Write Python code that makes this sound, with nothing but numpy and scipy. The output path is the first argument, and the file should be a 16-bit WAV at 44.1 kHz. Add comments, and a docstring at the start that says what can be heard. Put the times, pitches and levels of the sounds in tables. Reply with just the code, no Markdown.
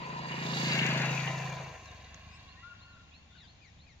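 """A single-cylinder motorcycle thumps past a field from left to right. Its firings excite the
resonances of the silencer, irregular clatter rings the metal, chain hiss pulses with the engine cycle,
and motion Doppler-shifts them. The drive whines and loose parts clink; then the throttle closes
and the machine putters away with a few light ticks. Birds whistle and chirp in gliding tones, which
reverberate faintly among the trees over a murmur of air and leaves."""
import sys
import numpy as np
from scipy import signal
from scipy.fft import rfft, irfft
from scipy.io import wavfile
from scipy.ndimage import map_coordinates

SR = 44100
rng = np.random.default_rng(int(sys.argv[2]) if len(sys.argv) > 2 else 0)


def unload_wav(signal):
    """Save mono or channel-first audio to the path in sys.argv[1] as 16-bit WAV at rate SR, clipped to [-1, 1]."""
    wavfile.write(
        sys.argv[1],
        SR,
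        np.round(np.clip(np.atleast_2d(signal).T, -1, 1) * 32767).astype(np.int16),
    )


N = 176400
T = np.arange(N) / SR

PASSES_S, PASSING_S, SPEED_M_S, SOUND_M_S = .9, .55, 10, 343
FIRES_AT_S, THROTTLE_OFF_S, CLOSING_S = .815, 1.68, .084
# Engine speed as heard. Each row: time in seconds, firings per second.
FIRING_RATE = [(0, 27.9), (.45, 27.55), (.8, 27.35), (1.2, 27.0), (1.68, 26.6), (2.0, 23.1), (2.21, 26.7),
               (2.45, 24.4), (2.65, 25.8), (3.4, 24.5), (4, 24.1)]
# Direction. Each row: time in seconds, lead of the left ear in ms, pan of the clatter in dB.
BEARING = [(0, 0.31, -3.5), (.45, 0.26, -5.5), (.65, 0.21, -5.5), (.82, .14, -1), (1.05, 0.083, -1),
           (1.35, 0.015, -1.5), (2.5, -0.097, -5), (4, -0.21, 22)]
# Exhaust under throttle, and the thump that outlasts it. Each row: time in seconds, level in dB.
LOADED_LEVEL = [(0, -47.5), (.25, -44), (.5, -37.5), (.78, -33), (1.1, -32.5), (1.55, -43.5), (1.68, -50)]
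THUMP_LEVEL = [(0, -65), (1.5, -58.5), (1.75, -54.5), (2.22, -53.5), (2.55, -59.5), (4, -65)]
# Silencer response under throttle and coasting, and its rounder tone from behind.
# Each row: frequency in Hz, gain in dB.
LOADED_RESPONSE = [(30, -66), (85, -44), (110, -23), (126, -11.5), (138, 5), (164, 2), (191, -3.5),
                   (245, -4.5), (300, -15), (330, -9.5), (420, -23.5), (1500, -68.5)]
THUMP_RESPONSE = [(38, -30), (50, 1), (74, 10), (105, 5.5), (140, -4), (250, -9), (900, -100)]
REAR_RESPONSE = [(136, 3.5), (190, 1.5), (250, -14)]
# Clatter. Each row: time in seconds, then untrimmed levels in dB of low mids, high mids, low treble, top.
CLATTER_LEVELS = [(0, -42, -47, -59.5, -64), (.28, -40, -45, -54.5, -60.5), (.62, -35.5, -37.5, -41, -44.5),
                  (.74, -36, -33, -40, -45.5), (.86, -34.5, -31, -46.5, -48.5),
                  (1.04, -35, -34.5, -46, -49.5), (1.2, -40, -38.5, -51.5, -49.5),
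                  (1.64, -47, -50, -59, -60), (1.8, -55.5, -56, -66.5, -64.5),
                  (2.4, -68.5, -61.5, -64.5, -74)]
# Those four bands. Each row: low and high edge in Hz, trim in dB, beat depth from 0 to 1,
# lag in cycles, graininess in dB, left-right likeness from 0 to 1, pan in dB.
CLATTER_BANDS = [(340.6, 1220, -1.5, 0.12, .1, -0.5, 0.69, 4), (1230, 3700, -1.5, 0, 0.2, -2, 0.47, 5.5),
                 (3328, 5340, 0.5, 0.8, .25, -1, 0.56, 2.5), (5500, 18000, -1, 0.1, 0, -0.5, 0.24, 3.5)]
# Overall tone colour of the clatter, with a dip in the highest treble.
# Each row: frequency in Hz, gain in dB.
CLATTER_COLOUR = [(300, 1), (390, -5.5), (700, -7.5), (1230, -5), (1790, 6), (2700, 2.5), (3170, -7),
                  (4620, -11.5), (5350, -18), (6620, -16.5), (8320, -36.5), (12100, -43), (14000, -35)]
# Modes of fins, casings and tailpipe. Each row: frequency and width in Hz, gain coming and going in dB.
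METAL_MODES = [(526, 46, -12.5, 4.5), (669, 37, -5.5, 13), (752, 68, -18.5, 12), (1655, 11.6, -3, 2.5),
               (2420, 34, -3.5, 6.5), (2724, 49, -11, 4.5), (3870, 30, 4, 1.5), (4545, 45, 10, 1.5),
               (6760, 330, -11.5, 4.5)]
# Two whines of the drive. Each row: time in seconds, frequency in Hz, level in dB.
LOW_WHINE = [(0, 985, -44), (.9, 976, -48), (1.6, 1005, -47.5), (1.85, 1062, -62), (2.5, 1064, -64),
             (4, 1077, -84.5)]
HIGH_WHINE = [(0, 2785, -60.5), (.8, 2863, -41), (1.7, 2824, -64), (2.7, 2770, -63), (4, 2730, -81)]
# Loose metal parts. Each row: start in seconds, frequency in Hz, relative level in dB.
CLINKS = [(0.317, 2900, -36.5), (0.788, 2826, -25.5), (.824, 2844, -32.5), (1.092, 2690, -31.5),
          (1.166, 2590, -37), (1.272, 2850, -34)]
# Light ticks. Each row: start in seconds, relative level in dB.
TICKS = [(1.857, -48), (2.047, -54), (2.144, -44.5)]
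# Their spectrum. Each row: frequency in Hz, gain in dB.
TICK_SPECTRUM = [(500, 2), (1800, 9), (4500, 2), (6700, 13), (8000, -18), (15000, -52)]
# One bird's rising chirps, another's nasal falling squeals.
# Each row: start in seconds, relative level in dB.
CHIRPS = [(2.452, -69), (2.776, -69), (3.105, -68), (3.441, -69), (3.768, -70.5)]
SQUEALS = [(3.608, -70.5), (3.853, -72.5)]
CHIRP_HZ, SQUEAL_HZ = (3060, 3450, 4170, 4340, 4240), (2500, 2450, 2120, 1865, 1780)
# Slurred whistles and squawks. Each row: start and length in seconds, first, middle and last pitch
# in Hz, relative level in dB, overtone gain in dB, roughness from 0 to 1, pan in dB.
WHISTLES = [(0.013, 0.058, 3600, 4280, 4860, -66.5, -40, 0.15, -4),
            (1.835, 0.095, 4450, 3944, 3210, -72, -36, 0.25, -4),
            (2.245, 0.14, 2300, 2474, 2700, -73, -1, 0.2, 10.5),
            (2.56, 0.093, 1797, 1936, 2040, -70, -18, 0.25, 8),
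            (2.621, 0.13, 1360, 1439, 1373, -52, -48, 0.08, 10),
            (2.83, 0.22, 1420, 1392, 1393, -62, -40, 0.49, 5),
            (2.878, 0.089, 4450, 4120, 3530, -79, -39, 0.3, 2.5),
            (3.108, 0.059, 2420, 2640, 2547, -74, -24, 1, -10),
            (3.289, 0.21, 3500, 3610, 3490, -75, -27, 0.79, 9.5),
            (3.308, 0.099, 1393, 1505, 1380, -71, -4, 0.66, 14),
            (3.375, 0.08, 4400, 3900, 3050, -69, -32, .55, -3),
            (3.395, 0.071, 2200, 1730, 1426, -75, 4, 0.4, 10)]
# Spectrum of the air over the field. Each row: frequency in Hz, relative level in dB.
AIR_SPECTRUM = [(25, -7), (70, 3.5), (160, 3), (230, -5), (420, -16), (750, -11.5), (1300, -21),
                (2500, -18), (3800, -19), (5200, -25.5), (7100, -23.5), (7900, -58.5)]


def motorcycle():
    """One crank times exhaust and chain hiss; a path difference brings sound to the nearer ear first."""
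    emitted = emission_time()
    source_rate = np.interp(T, emitted, curve(FIRING_RATE) / np.gradient(emitted, T))
    cycle = np.cumsum(source_rate) / SR
    cycle -= np.interp(np.interp(FIRES_AT_S, T, emitted), T, cycle)  # one firing arrives at FIRES_AT_S
    engine = exhaust(cycle) + clatter(cycle)
    left, right = engine + whine(LOW_WHINE, width_hz=135) + whine(HIGH_WHINE, width_hz=140)
    lead_s = curve(BEARING) / 1000
    return np.array([left, resample(right, T - lead_s)])


def exhaust(cycle):
    """Source and filter: firings ring the silencer. With the throttle shut only a low thump remains."""
    throttle = np.clip(1 - (T - THROTTLE_OFF_S) / CLOSING_S, 0, 1)
    ahead, behind = (1 - recession()) / 2, np.clip(recession(), 0, 1)
    pipe = colour(firings(cycle, scatter_db=.8), LOADED_RESPONSE)
    pipe = pipe + undb(1.5) * ahead * resonate(pipe, hz=153.8, width_hz=6.8)  # higher from the front
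    pipe = (1 - behind) * pipe + behind * colour(pipe, REAR_RESPONSE)
    loaded = unit(doppler(pipe)) * undb(curve(LOADED_LEVEL)) * throttle
    thump = colour(firings(cycle, scatter_db=1.7), THUMP_RESPONSE)
    thump = unit(doppler(thump)) * undb(curve(THUMP_LEVEL))
    return (loaded + thump) * pan(1)


def firings(cycle, scatter_db):
    """Combustion as an impulse train: one pulse per cycle, each of its own strength."""
    pulses = np.diff(np.floor(cycle), prepend=np.floor(cycle[0]))
    return pulses * undb(scatter_db * rng.standard_normal(N))


def clatter(cycle, fade_db_per_s=15):
    """Forced vibration: near-steady rasp, irregular clatter and pulsing chain hiss ring the metal."""
    out, going = 0, (1 + recession()) / 2
    receding_db = -fade_db_per_s * np.maximum(T - CLATTER_LEVELS[-1][0], 0)
    for k, (low_hz, high_hz, trim_db, depth, lag, grain_db, alike, pan_db) in enumerate(CLATTER_BANDS):
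        beat = 1 - depth + 2 * depth * np.exp(-((cycle - lag) % 1) / .69)
        shared = np.sqrt(alike) * rng.standard_normal(N)
        noise = shared + np.sqrt(1 - alike) * rng.standard_normal((2, N))
        force = noise * beat * (undb(grain_db * wander(300)) + rattle())
        ringing = sum(undb(front_db + (rear_db - front_db) * going) * resonate(force, hz, width_hz)
                      for hz, width_hz, front_db, rear_db in METAL_MODES)
        heard = doppler(band(colour(force + ringing, CLATTER_COLOUR), low_hz, high_hz))
        if k in (1, 2):  # high mids and low treble
            heard = reflections(heard)
        level_db = curve(CLATTER_LEVELS, column=k + 1) + trim_db + receding_db
        out = out + heard / heard.mean(axis=0).std() * undb(level_db) * pan(pan_db)
    return out * pan(curve(BEARING, column=2))


def rattle(hits_per_s=150, scatter_db=3, decay_s=.003, relative_db=-8):
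    """Impacts of loose metal form a Poisson process; the force of each decays exponentially."""
    hits = rng.random(N) < hits_per_s / SR
    strength = undb(scatter_db * np.clip(rng.standard_normal(N), -2, 2))
    force = signal.lfilter([1], [1, -np.exp(-1 / (decay_s * SR))], hits * strength)
    return undb(relative_db) * unit(force)


def whine(rows, width_hz):
    """Random modulation spreads a tone of the drive into a narrow, wavering band."""
    carrier = np.exp(2j * np.pi * np.cumsum(curve(rows)) / SR)
    modulators = (wander(width_hz) + 1j * wander(width_hz) for _ in range(3))
    shared, left, right = (unit((carrier * modulator).real) for modulator in modulators)
    return unit(shared + .5 * np.array([left, right])) * undb(curve(rows, column=2))


def clinks(width_hz=54, decay_s=.011):
    """Resonance: each loose part buzzes in one mode under a brief noisy force."""
    out = 0
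    for start, hz, db in CLINKS:
        force = burst(start, db, decay_s) * rng.standard_normal((2, N))
        out = out + resonate(force, hz, width_hz)
    return band(out * np.sqrt(SR / np.pi / width_hz), 1700, 4200)


def ticks():
    """Broadband transients: noise that decays within milliseconds is heard as bright ticks."""
    envelope = sum(burst(start, db, decay_s=.0022) for start, db in TICKS)
    return colour(envelope * rng.standard_normal((2, N)), TICK_SPECTRUM)


def recession():
    """Radial share of the velocity on a straight path: towards -1 coming, towards +1 going."""
    return (T - PASSES_S) / np.hypot(T - PASSES_S, PASSING_S)


def emission_time():
    """Time at the moving source, which seems to run fast on approach and slow in retreat."""
    return .05 + np.cumsum(1 - SPEED_M_S / SOUND_M_S * recession()) / SR


def doppler(x):
    """Doppler effect: waves are compressed ahead of the machine and stretched behind it."""
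    return np.array([resample(channel, emission_time()) for channel in np.atleast_2d(x)])


def reflections(x, paths=10, spread_s=.02, drift_s_per_s=.002, relative_db=-12):
    """Interference: paths off banks and trunks change as the machine moves, so notches wander."""
    out, gain = x, undb(relative_db)
    for lag, drift in rng.uniform(-1, 1, (paths, 2)):
        delay_s = spread_s * (1 + lag) / 2 + drift_s_per_s * drift * (T - PASSES_S)
        out = out + gain * np.array([np.interp(T - delay_s, T, channel) for channel in x])
    return out / np.sqrt(1 + paths * gain ** 2)


def birds():
    """Bird calls arrive directly and by scattering, briefly from leaves and longer from the trees."""
    calls = sum(bird_note(start, .09, CHIRP_HZ, db, overtone_db=-48, rough=.2, attack=.52, release=.37)
                for start, db in CHIRPS)
    for start, length_s, *pitches, db, overtone_db, rough, pan_db in WHISTLES:
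        calls = calls + bird_note(start, length_s, pitches, db, overtone_db, rough) * pan(pan_db)
    for start, db in SQUEALS:
        squeal = bird_note(start, .1, SQUEAL_HZ, db, overtone_db=0, rough=.42, release=.6)
        calls = calls + squeal * pan(11)
    calls = band(calls, 1540, 7000)
    leaves = undb(-11) * reverberation(calls, t60_s=.14)
    trees = undb(-8) * reverberation(calls, t60_s=.95)
    return undb(7) * (calls + leaves + trees)


def bird_note(start, length_s, pitches, db, overtone_db, rough, attack=.13, release=.21):
    """A gliding tone turns nasal as its harmonics grow; modulation of pitch and level roughens it."""
    progress = (T - start) / length_s  # attack and release are shares of this span
    sounding = (progress > 0) & (progress < 1)
    progress, out = progress[sounding], np.zeros(N)
    shake, flutter = (np.interp(progress * length_s * 450, np.arange(200), row)
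                      for row in rng.standard_normal((2, 200)))
    glide_hz = np.interp(progress, np.linspace(0, 1, len(pitches)), pitches)
    phase = 2 * np.pi * np.cumsum(glide_hz * (1 + .0584 * rough * shake)) / SR
    overtones = progress * (np.sin(2 * phase) + progress * np.sin(3 * phase))
    envelope = np.clip(np.minimum(progress / attack, (1 - progress) / release), 0, 1)
    amplitude = np.sqrt(2) * envelope * undb(db + 2.5 * rough * flutter)
    out[sounding] = amplitude * (np.sin(phase) + undb(overtone_db) * overtones)
    return out


def reverberation(x, t60_s):
    """A diffuse field decays exponentially, with a different response at each ear."""
    tail = unit(rng.standard_normal((2, SR)) * np.exp(-np.log(1000) * T[:SR] / t60_s)) / np.sqrt(SR)
    return signal.fftconvolve(x, tail, axes=1)[:, :N]


def field_air(level_db=-59.5, wide_above_hz=580):
    """Diffuse murmur of air and leaves, more coherent between the ears at long wavelengths."""
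    mid, apart = rng.standard_normal((2, N))
    side = .14 * apart + .89 * signal.lfilter(*signal.butter(1, wide_above_hz, "high", fs=SR), apart)
    air = colour(np.array([mid + side, mid - side]), AIR_SPECTRUM)
    return unit(air) * undb(level_db + .37 * wander(5.2))


def undb(db):
    """Decibels to amplitude ratio."""
    return 10 ** (np.asarray(db) / 20)


def unit(x):
    """Normalisation to rms 1."""
    return x / np.sqrt(np.mean(x ** 2))


def curve(rows, column=1):
    """Linear interpolation of one column in time."""
    rows = np.array(rows)
    return np.interp(T, rows[:, 0], rows[:, column])


def pan(db):
    """Gains for an interaural level difference; positive is left."""
    return undb(np.array([db, -db]).reshape(2, -1) / 2)


def burst(start, db, decay_s):
    """Sudden onset and exponential decay."""
    return undb(db) * (T >= start) * np.exp(-np.abs(T - start) / decay_s)


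def wander(rate_hz):
    """Smooth random fluctuation with a spread near 1."""
    return map_coordinates(rng.standard_normal(N // 10), [T * rate_hz], order=3, mode="wrap")


def resample(x, times_s):
    """Cubic interpolation of a wave at the given times."""
    return map_coordinates(x, [times_s * SR], order=3, mode="mirror")


def colour(x, points):
    """Minimum-phase filter through (Hz, dB) points."""
    hz, db = np.array(points).T
    gain_db = np.interp(np.log(np.fft.rfftfreq(2 * N, 1 / SR) + 1), np.log(hz), db)
    cepstrum = irfft(np.log(undb(gain_db)))[:N]
    cepstrum[0] /= 2
    return irfft(rfft(x, 2 * N) * np.exp(2 * rfft(cepstrum, 2 * N)))[..., :N]


def band(x, low_hz, high_hz):
    """Steep band-pass filter."""
    return signal.sosfilt(signal.butter(5, [low_hz, high_hz], "band", fs=SR, output="sos"), x)


def resonate(x, hz, width_hz):
    """A damped resonator with gain 1 at its centre."""
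    return signal.lfilter(*signal.iirpeak(hz, hz / width_hz, fs=SR), x)


def scene():
    """Superposition of the motorcycle, clinks, ticks, birds and open air."""
    return motorcycle() + clinks() + ticks() + birds() + field_air()


def record(dry):
    """A steep low-pass filter removes the treble above 15.5 kHz."""
    return signal.sosfilt(signal.ellip(8, .2, 70, 15500, fs=SR, output="sos"), dry)


dry = scene()
out = record(dry)
unload_wav(out)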